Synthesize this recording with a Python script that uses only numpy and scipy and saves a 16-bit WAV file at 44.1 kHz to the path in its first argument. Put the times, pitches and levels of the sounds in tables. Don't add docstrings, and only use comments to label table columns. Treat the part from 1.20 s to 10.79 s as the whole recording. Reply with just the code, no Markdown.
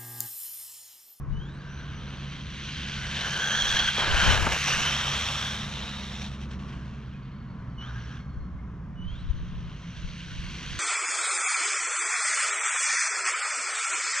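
import sys
import numpy as np
from scipy import signal
from scipy.fft import rfft, irfft, next_fast_len
from scipy.io import wavfile
from scipy.ndimage import uniform_filter1d

SR = 44100
rng = np.random.default_rng(int(sys.argv[2]) if len(sys.argv) > 2 else 0)


def output_pcm(signal):
    pcm = np.clip(np.atleast_2d(signal).T, -1, 1) * 32767
    wavfile.write(sys.argv[1], SR, np.round(pcm).astype(np.int16))


N = 422919

# t/s, f/Hz, level against the truck's/dB
MESH_WHINE = [(.1, 2980, -33), (1.3, 3140, -23), (2.05, 3044, -14), (2.16, 3087, -16.5), (2.27, 3336, -15),
              (2.32, 3130, -20), (2.39, 3370, -9), (2.44, 3203, -10.5), (2.5, 3370, -10), (2.56, 3245, -11),
              (2.6, 3237, -4), (2.66, 3330, -14), (2.72, 3170, -9), (2.79, 3350, -5.5), (2.86, 3130, -14),
              (2.93, 3060, -43), (3.05, 3134, -11.5), (3.2, 3000, -18), (3.45, 2848, -22), (3.51, 2880, -8),
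              (3.6, 2825, -15), (3.68, 3096, -10.5), (3.76, 3220, -26), (3.85, 3055, -28),
              (3.95, 3280, -13), (4.03, 3270, -24), (4.1, 3320, -19), (4.3, 3310, -11.5), (4.5, 3200, -27),
              (6.6, 3160, -18), (6.8, 3230, -24.5), (7, 3250, -17), (7.9, 3200, -26), (8.1, 3170, -21.5),
              (8.8, 3230, -20), (9.59, 3276, -23)]


def amp(db):
    return 10 ** (np.asarray(db) / 20)


def evened(x):
    return x / np.sqrt(np.mean(x ** 2) + 1e-20)


def read(points, hz):
    f, value = np.transpose(points)
    return np.interp(np.log(hz + 1), np.log(f + 1), value)


def curves(rows, t):
    s, *columns = np.transpose(rows)
    return [np.interp(t, s, c) for c in columns]


def wander(count, smooth):
    once = uniform_filter1d(rng.standard_normal(count), smooth)
    return evened(uniform_filter1d(once, smooth))


def grid(size, hop):
    return np.fft.rfftfreq(size, 1 / SR)[:, None], np.arange(N // hop + 5) * hop / SR


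def truck():
    shaft_per_s, shaft_depth = 89, 0.12
    t = np.arange(N) / SR
    shaft_turns = np.cumsum(shaft_per_s * (1 + 0.0346 * wander(count=N, smooth=3200))) / SR
    throb = 1 + shaft_depth * np.cos(2 * np.pi * shaft_turns)
    rattle = amp(0.94 * wander(count=N, smooth=100) + 0.4 * wander(count=N, smooth=320))
    frame_s = grid(size=512, hop=128)[1]
    power = amp(2 * np.interp(t, frame_s, truck_db(frame_s))) + scuff_power()
    return (gear_hiss() * throb + mesh(t, shaft_turns)) * rattle * np.sqrt(power)


def truck_db(t):
    # t/s, level/dB
    run = [(0, -91), (.11, -61), (.3, -55), (.52, -48.5), (1.14, -40), (1.3, -40), (1.42, -35.5),
           (1.8, -33), (2.17, -26.5), (2.62, -21), (2.89, -25), (3.05, -19.5), (3.13, -19.5), (3.17, -25),
           (3.3, -28), (3.49, -22.5), (4.19, -26.5), (4.51, -35), (4.59, -33), (4.88, -37), (5.04, -37.5),
           (5.14, -41), (5.42, -49.5), (5.82, -53.5), (6.5, -64.5), (7.05, -63.5), (7.3, -68.5),
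           (7.75, -74), (7.79, -68), (7.92, -52), (8.33, -51.5), (9.59, -34.5)]
    # t/s, depth/dB
    dips = [(1.24, 3), (2.64, 2.5), (2.73, 6.5), (4.18, 1.5), (5.11, 6), (5.181, 8), (5.28, 10.5),
            (5.38, 9), (8.74, 0.5)]
    # start/s, end/s, level/dB
    bursts = [(6.612, 6.957, -47.5)]
    dip_s, swell_db_per_s, rise_s, fall_db_per_s = 0.028, 7, 0.039, 147
    db = curves(run, t)[0]
    for s, depth in dips:
        db = db - depth * np.exp(-((t - s) / dip_s) ** 2)
    for start, end, top_db in bursts:
        burst_db = top_db - swell_db_per_s * np.maximum(end - t, 0)
        burst_db -= 20 * np.maximum(start - t, 0) / rise_s
        burst_db -= fall_db_per_s * np.maximum(t - end, 0)
        db = np.maximum(db, burst_db)
    return db


def scuff_power():
    # t/s, level/dB (each is played 6 dB lower)
    scuffs = [(2.7521, -24), (3.3156, -16.5), (3.472, -14), (5.0097, -28), (5.1094, -46), (5.2092, -50),
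              (5.305, -37), (5.3892, -42), (5.4779, -39), (5.52, -42), (8.7615, -36)]
    fade_s, rise_s = 0.2, 0.007
    power = np.zeros(N)
    age = np.arange(SR // 2) / SR
    for s, db in scuffs:
        burst = amp(2 * (db - 6 - 60 * age / fade_s)) * np.minimum(age / rise_s, 1)
        place = power[round(s * SR):][:len(age)]
        place += burst[:len(place)]
    return power


def gear_hiss():
    # t/s, gearbox ring f/Hz, then levels/dB of gearbox ring,
    # shell ring, motor can ring, tyre roar and top octaves, then closing speed/(m/s)
    colour = [(.1, 2930, -19, 19.5, -5, -10, -9, 5), (.8, 3170, 3, 7, -17, -18, -12.5, 2),
              (1.4, 3170, -3, -0.5, -10, -19.5, -11, 8), (2, 3400, 2.5, 6.5, -8, -4, -4.5, 10),
              (2.25, 3180, 13, 12.5, 3, -1, -0.5, 16), (2.5, 3240, 10.5, 9, 1.5, -6, -0.5, 12),
              (2.68, 3246, 11.5, 10, -3, -2.5, -2.5, 7), (2.85, 3250, -15, 5.5, -30, 0, -5, -1),
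              (3, 2970, 7, 12, -8, -3.5, -2.5, 8), (3.12, 2960, 2, 8, -10, 0, -2.5, -7),
              (3.25, 2800, -13, 8, -14, 3.5, 1, -4), (3.47, 2785, -8, 2, -1, -6.5, -1, -5),
              (3.8, 3207, 8, -4, -5, -5.5, -2, -3), (4.3, 3326, 2, 1.5, -4, -5.5, -1, -16),
              (4.6, 3100, -10, -12, -6.5, -2.5, -3.5, -10), (5.05, 3180, -7, -6, -3, -2.5, -2, -16),
              (5.6, 2800, -11, 10, -18, -5, -6, -3), (6.3, 3010, -5, 2, -17, -8, -21, -7),
              (6.6, 2980, -1, 14, -4, -2, -15, -6), (6.8, 2920, -3, 12.5, -4, -7, -10, -1),
              (7.05, 3120, 0, 12.5, -5, 0, -7, -3), (7.9, 3200, 3, 6.5, -15, -9, -14.5, 0.5),
              (8.68, 3008, -18, 0.5, -5.5, -25, -9.5, 1), (9.59, 3133, -15, 0.5, -8, -15, -5, 11)]
    # t/s, then levels/dB of axle, panels and lower shell ring
    facing = [(.1, -1, -5, -4), (1, -6, -0.5, -8), (2, -5.5, 2, -14), (2.5, 2.5, 2, -1), (2.9, -3.5, 1, -8),
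              (3.5, -4.5, -15, -2), (4.2, -0.5, -4, 0), (4.6, 5, -11, -4), (5.05, 3.5, 7, -13),
              (5.8, -15, -4, -11), (6.6, -9, -7, 11.5), (7, -14, -4, 2), (8, -8, -4, -4), (8.8, -7, 1, -22),
              (9.59, -6, 5.5, -17)]
    # f/Hz, width/Hz, relative level/dB
    panels = [(2700, 140, -5.5), (4330, 190, -6), (4780, 110, -10.5), (8460, 450, -26)]
    # f/Hz, relative density/dB
    gears = [(180, -48.5), (350, -38), (1100, -23), (1500, -5.5), (2100, -3.5), (2700, -3.5), (4400, -10),
             (5050, -12.5), (5700, -8), (6800, -13), (7600, -18), (8600, -21.5), (9500, -26), (13000, -32),
             (15500, -44)]
    # f/Hz, relative density/dB
    tyres = [(150, -36), (350, -6), (550, -1.5), (1050, 1), (1500, -1.5), (2500, -12.5), (4000, -46.5)]
    # start/s, end/s
    hops = [(2.65, 2.77), (3.374, 3.46)]
    hop_db, sound_m_per_s = -9, 343
    core_width, skirt_width, skirt_db = 220, 900, -1
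    skirt_thins = 0.091
    can_hz, can_upper_hz, can_width, can_upper_db = 5720, 6120, 270, -0.5
    axle_hz, axle_width, shell_hz, shell_width = 3860, 520, 1570, 220
    under_hz, under_width = 1240, 580

    size = 512
    hz, t = grid(size=size, hop=128)
    gearbox_hz, core_db, shell_db, can_db, tyre_db, sheen_db, closing = curves(colour, t)
    axle_db, panels_db, under_db = curves(facing, t)
    airborne = sum(1. * (t > start) * (t < end) for start, end in hops)
    tyre_db = tyre_db + hop_db * uniform_filter1d(airborne, size=5)
    closing = closing + 3 * wander(count=len(t), smooth=30)
    doppler = 1 + closing / sound_m_per_s

    def ring(centre_hz, width, db):
        return amp(2 * db) / (1 + (2 * (hz - centre_hz) / width) ** 2) ** 2

    octaves_up = np.clip(np.log2(hz / 4000 + 1e-9), 0, 2)
    power = amp(2 * (read(gears, hz) + 1.5 + sheen_db * octaves_up))
    power = power + ring(curves(MESH_WHINE, t)[0], core_width, core_db)
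    power += ring(gearbox_hz, skirt_width, skirt_db - skirt_thins * np.maximum(core_db, 0))
    power += ring(can_hz * doppler, can_width, can_db)
    power += ring(can_upper_hz * doppler, can_width, can_db + can_upper_db)
    power += ring(axle_hz * doppler, axle_width, axle_db)
    for f, width, db in panels:
        power += ring(f * doppler, width, db + panels_db)
    middle = power[(hz[:, 0] > 2000) & (hz[:, 0] < 8000)].sum(0)
    shell_now_hz = shell_hz * (1 + 0.018 * wander(count=len(t), smooth=29))
    power += ring(shell_now_hz, shell_width, shell_db + 1.64 * wander(count=len(t), smooth=20))
    power += ring(under_hz, under_width, under_db)
    power += amp(2 * (read(tyres, hz) + tyre_db))
    return port_noise(np.sqrt(power / middle), hz, size=size, patchy_db=1.2) / np.sqrt(8 / 3)


def mesh(t, shaft_turns):
    # t/s, rms share of the pitch
    blur = [(1.9, .02), (2.2, .012), (2.9, .012), (3.4, .032), (6, .032), (6.6, .015), (9.59, .015)]
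    side_depth = 0.9
    hz, db = curves(MESH_WHINE, t)
    jitter = curves(blur, t)[0] * wander(count=N, smooth=120)
    turns = np.cumsum(hz * (1 + jitter)) / SR
    tone = np.sin(2 * np.pi * turns + side_depth * np.sin(2 * np.pi * shaft_turns))
    return at_ports(np.sqrt(2) * amp(db + 3 * wander(count=N, smooth=250)) * tone, 0)


def knocks():
    # t/s, level/dB, ring f/Hz
    blows = [(2.59, -25, 720), (2.78, -22, 500), (2.872, -18, 567), (2.941, -18, 770), (3.266, -8.5, 900)]
    fade_s, rise_s = 0.039, 0.0027
    out, t = np.zeros(N), np.arange(1500) / SR
    puff_band = signal.butter(3, [160, 1350], "band", fs=SR)
    for s, db, hz in blows:
        puff = evened(signal.lfilter(*puff_band, rng.standard_normal(len(t))))
        blow = 0.34 * np.sin(2 * np.pi * hz * t) + 0.5 * puff
        out[round(s * SR):][:len(t)] += amp(db - 60 * t / fade_s) * blow * np.minimum(t / rise_s, 1)
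    return at_ports(out, 0)


def motor():
    # start t/s, climb begins t/s, time to climb an octave/s, bend of the climb, loudest t/s,
    # swell/(dB/s), end t/s, peak level/dB, fade/(dB/octave), held level/dB, overtone level/dB, top f/Hz
    pull_aways = [(0.113, 0.149, 0.35, 1.37, 0.2, 110, 1.6, -57, 21, -66, -78, 6010),
                  (6.57, 6.622, 0.172, 1.1, 6.618, 260, 6.705, -47, 29, -70, -78, 6010),
                  (7.75, 7.78, .31, 2.4, 7.89, 85, 8.3, -52.5, 33, -75, -81, 6170)]
    out = np.zeros(N)
    for row in pull_aways:
        tone = whistle(*row)
        out[round(row[0] * SR):][:len(tone)] += tone
    return at_ports(smeared(out, t60_s=0.22, echo_db=-5), 0.54)


def whistle(start, climb, octave_s, bend, loudest, swell_db, end, peak_db, fade_db, held_db,
            overtone_db, hold_hz):
    # f/Hz, gain/dB
    path = [(2900, 0), (3250, 2), (3500, -5), (3780, 4), (4100, -3), (4500, -1), (5000, -8), (5700, 0),
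            (6300, 0), (6900, 1), (7300, -4), (8500, 0), (9000, -10)]
    rest_hz, overtone_top_hz, held_fade_db_per_s = 2950, 4400, 5
    t = np.arange(round((end - start) * SR)) / SR + start
    octaves = (np.maximum(t - climb, 0) / octave_s) ** bend
    top_hz = hold_hz * (1 + 0.003 * wander(count=len(t), smooth=2800))
    hz = np.minimum(rest_hz * 2 ** np.minimum(octaves, 2), top_hz)

    climb_db = peak_db - swell_db * np.maximum(loudest - t, 0) + read(path, hz)
    climb_db -= fade_db * np.maximum(octaves - np.interp(loudest, t, octaves), 0)
    steady_db = held_db - held_fade_db_per_s * (t - climb - octave_s)
    steady_db += 2 * wander(count=len(t), smooth=3100)
    near_top = uniform_filter1d(1. * (hz >= .92 * top_hz), size=1500)
    gain = amp(climb_db) + amp(steady_db) * near_top

    low_in_climb = uniform_filter1d(1. * (hz < overtone_top_hz), size=1500)
    octave_db = overtone_db - 6 * octaves.clip(0, 1) + read(path, 2 * hz)
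    octave_db += 4 * wander(count=len(t), smooth=350)
    octave_gain = amp(octave_db) * low_in_climb

    turns = np.cumsum(hz * (1 + 0.0074 * wander(count=len(t), smooth=20))) / SR
    on = np.minimum(np.minimum(t - start, end - t) / 0.02, 1)
    flutter = amp(3.2 * wander(count=len(t), smooth=250))
    tone = gain * np.sin(2 * np.pi * turns) + octave_gain * np.sin(4 * np.pi * turns)
    return np.sqrt(2) * tone * on * flutter


def buffets():
    # t/s, level/dB, left minus right/dB
    pushes = [(0.12, -21.5, 15), (2.929, -18.5, 19), (2.994, -21, 10), (3.074, -19, 16), (3.114, -31, 17),
              (3.212, -22, 14), (7.91, -24.5, -7), (8.089, -17, 20), (8.208, -25, -11), (9.179, -22, -.5)]
    buffet_hz = 50.5
    out = np.zeros((2, N))
    t = np.arange(0, 1.94 / buffet_hz, 1 / SR)
    push = 0.57 * np.sin(2 * np.pi * buffet_hz * t) * np.hanning(len(t))
    for s, db, pan_db in pushes:
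        out[:, round(s * SR):][:, :len(t)] += amp([[db + pan_db / 2], [db - pan_db / 2]]) * push
    return out


def wind():
    # t/s, half hold/s, level/dB, left minus right/dB
    gusts = [(0.122, 0.01, -36.5, 2), (0.699, 0.13, -65, 0), (1.276, 0.04, -62, -5), (1.81, .02, -64, -9),
             (2.201, .1, -62, -2), (2.54, 0.11, -44.5, -4), (2.934, 0.034, -35.5, 2),
             (3.097, 0.019, -30.5, 10.5), (3.22, 0.016, -35, 11), (3.58, 0.022, -46, 4),
             (4.7, 0.14, -61, -7), (5.376, 0.018, -57, -1), (7.211, 0.016, -47, 3), (7.371, .02, -54, -11),
             (7.87, 0.052, -44.5, -8), (8.118, 0.032, -40, 1.5), (8.299, 0.12, -43, 3),
             (8.854, 0.0091, -44.5, -3), (9.2, .01, -40.5, -5.5), (9.549, 0.055, -51, -12)]
    # f/Hz, relative density/dB
    rumble = [(10, -7), (35, 7.5), (70, 2), (140, -10.5), (280, -48), (600, -78)]
    lull_db, lull_pan_db, fall_db_per_s = -68, 4, 115.5
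    hz, t = grid(size=1024, hop=256)
    out = []
    for side in (1, -1):
        port_db = np.full(len(t), lull_db + side * lull_pan_db / 2)
        for s, hold, db, pan_db in gusts:
            fall_db = fall_db_per_s * np.maximum(abs(t - s) - hold, 0)
            port_db = np.maximum(port_db, db + side * pan_db / 2 - fall_db)
        reach = 2 ** ((port_db + 46) / 22)
        lumps_db = 3.1 * wander(count=len(t), smooth=2)
        gain = amp(read(rumble, hz / reach) + port_db + lumps_db) / np.sqrt(reach)
        a, b = rng.standard_normal(gain.shape[::-1] + (2,)).T
        out.append(signal.istft((a + 1j * b) * gain, nperseg=1024, noverlap=768)[1][:N])
    return np.array(out)


def bird():
    # t/s, level/dB, f/Hz
    chips = [(5.975, -72, 4560), (6.03, -66, 4600), (6.165, -68, 4650), (6.285, -70, 4430),
             (6.57, -69, 4400), (6.0556, -67, 4560), (6.119, -63, 4420), (6.2073, -65, 4500),
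             (6.3061, -65, 4570), (6.3989, -67, 4340), (6.5056, -67, 4600), (6.6016, -66, 4366),
             (6.7974, -64, 4430), (7.0047, -60, 4460), (7.1009, -64, 4450), (7.211, -65, 4400),
             (7.055, -69, 4450), (7.255, -79, 4360)]
    # t/s, level/dB, f/Hz
    notes = [(5.945, -54, 2500), (7.395, -55, 2150)]
    out = np.zeros(N)
    for rows, length_s, fall in ((chips, .042, 1.4), (notes, .04, .3)):
        t = np.arange(0, length_s, 1 / SR)
        swell = np.hanning(len(t))
        for s, db, hz in rows:
            turns = hz * t * (1 + fall * (length_s / 2 - t))
            call = swell ** 2 * np.sin(2 * np.pi * turns)
            if hz > 3000:
                call = call + amp(0.5) * np.sin(np.pi * turns)
            out[round((s - length_s / 2) * SR):][:len(t)] += amp(db) * swell * call
    return at_ports(smeared(out, t60_s=.5, echo_db=-2), 0.6)


def engine():
    # t/s, firing f/Hz, then levels/dB of its first three orders
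    firing = [(0, 68.47, -50.5, -54, -59), (1.2, 67.8, -49.5, -56, -52.5), (2.2, 70, -48.5, -62.5, -46),
              (3, 69.57, -68.5, -67.5, -53), (3.7, 68.5, -41, -44, -56), (4.4, 67.9, -48, -52, -47.5),
              (5.25, 66.4, -39.5, -44.5, -46), (6.3, 62.8, -59.5, -47, -51.5), (6.8, 59.8, -46, -40.5, -66),
              (7.25, 59.76, -42, -50, -46), (7.9, 57.9, -47.5, -51, -47), (9.59, 57, -48.5, -53.5, -46.5)]
    hz, *orders_db = curves(firing, np.arange(N) / SR)
    turns, out = np.cumsum(hz) / SR, np.zeros(N)
    for order, db in enumerate(orders_db, 1):
        drift = 0.13 * wander(count=N, smooth=2560)
        waver_db = 2.25 * wander(count=N, smooth=2000)
        out += amp(db + waver_db) * np.sin(2 * np.pi * (order * turns + drift))
    return at_ports(np.sqrt(2) * out, 0.63)


def hum_and_low_tones():
    # t/s, f/Hz, level/dB
    hum = [(0, 140.8, -43), (7.4, 142.5, -50), (9.59, 140.4, -48)]
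    # start/s, end/s, from f/Hz, to f/Hz, peak level/dB
    low_tones = [(3.805, 4.72, 96, 110, -43.5), (2.5, 7.2, 240, 213, -51), (6.9, 7.8, 200, 160, -52.5),
                 (9.5, 19, 120, 123, -40.5), (6.3, 7.8, 61, 80, -48), (4.5, 8.3, 240, 240, -57)]
    t = np.arange(N) / SR
    hum_hz, hum_db = curves(hum, t)
    lines = [(hum_hz, amp(hum_db))]
    for start, end, from_hz, to_hz, db in low_tones:
        done = np.clip((t - start) / (end - start), 0, 1)
        lines.append((from_hz + (to_hz - from_hz) * done, amp(db) * np.sin(np.pi * done)))
    out = np.zeros(N)
    for hz, gain in lines:
        waver = amp(1.5 * wander(count=N, smooth=5100))
        out += gain * waver * np.sin(2 * np.pi * np.cumsum(hz) / SR)
    return at_ports(np.sqrt(2) * out, 0.63)


def street():
    # f/Hz, relative density/dB
    backdrop = [(15, -48.5), (25, -11.5), (49, -2.5), (68, -1), (96, -4), (124, -7), (178, -2.5),
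                (323, -19.5), (839, -30), (1030, -21), (1600, -28), (2300, -38), (2820, -44), (4500, -52),
                (6000, -51.5), (12000, -79.5), (15600, -118), (22000, -120)]
    # t/s, gain/dB
    mids = [(0, 2), (1, 2), (6.5, 1.5), (7.5, -1), (9.59, 1)]
    street_db = -41.5
    hz, t = grid(size=2048, hop=512)
    swell_db = 0.9 * wander(count=len(t), smooth=24)
    gain = amp(read(backdrop, hz) + curves(mids, t)[0] * (hz > 260) + swell_db)
    return amp(street_db) * evened(port_noise(gain, hz, size=2048, patchy_db=1.17))


def smeared(x, t60_s, echo_db):
    t = np.arange(SR // 3) / SR
    echo = rng.standard_normal(len(t)) * amp(-60 * t / t60_s) * (t > .004)
    return x + amp(echo_db) * signal.oaconvolve(x, echo / np.linalg.norm(echo))[:N]


def port_noise(gain, hz, size, patchy_db):
    # f/Hz, share
    likeness = [(40, 0.88), (150, 1), (400, 0.9), (1200, 0.91), (3000, 0.99), (5600, 0.82), (9000, .47),
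                (15000, .45)]
    a, b, c, d, patches = rng.standard_normal(gain.shape[::-1] + (5,)).T
    patches = uniform_filter1d(patches, size=6, axis=0)
    patches = evened(uniform_filter1d(patches, size=16, axis=1))
    alike = np.clip(read(likeness, hz), 0, 1)
    left = a + 1j * b
    right = alike * left + np.sqrt(1 - alike ** 2) * (c + 1j * d)
    spectra = np.array([left, right * right_port(hz)]) * gain * amp(patchy_db * patches)
    return signal.istft(spectra, nperseg=size, noverlap=size - size // 4)[1][:, :N]


def right_port(hz):
    # f/Hz, gain/dB
    right_gain = [(100, .5), (350, 0), (700, -.2), (1400, -.7), (2800, 1), (5600, .1), (10000, 1.2),
                  (14000, 2)]
    # f/Hz, phase lag/rad
    right_lag = [(50, 0.2), (350, 0.075), (700, 0.47), (1300, 0.58), (2800, 0.72), (4300, 0.91),
                 (5600, 0.93), (10000, 1.83), (15000, 2.4)]
    return amp(read(right_gain, hz)) * np.exp(-1j * read(right_lag, hz))


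def at_ports(x, right_db):
    size = next_fast_len(N)
    response = right_port(np.fft.rfftfreq(size, 1 / SR))
    return np.array([x, amp(right_db) * irfft(rfft(x, size) * response, size)[:N]])


def scene():
    near = truck() + knocks() + motor() + buffets() + wind()
    return near + bird() + engine() + hum_and_low_tones() + street()


def record(dry):
    edge_hz = 15600
    low_pass = signal.firwin(511, edge_hz, window=("kaiser", 9), fs=SR)
    return signal.oaconvolve(dry, low_pass[None], "same")


dry = scene()
out = record(dry)
output_pcm(out)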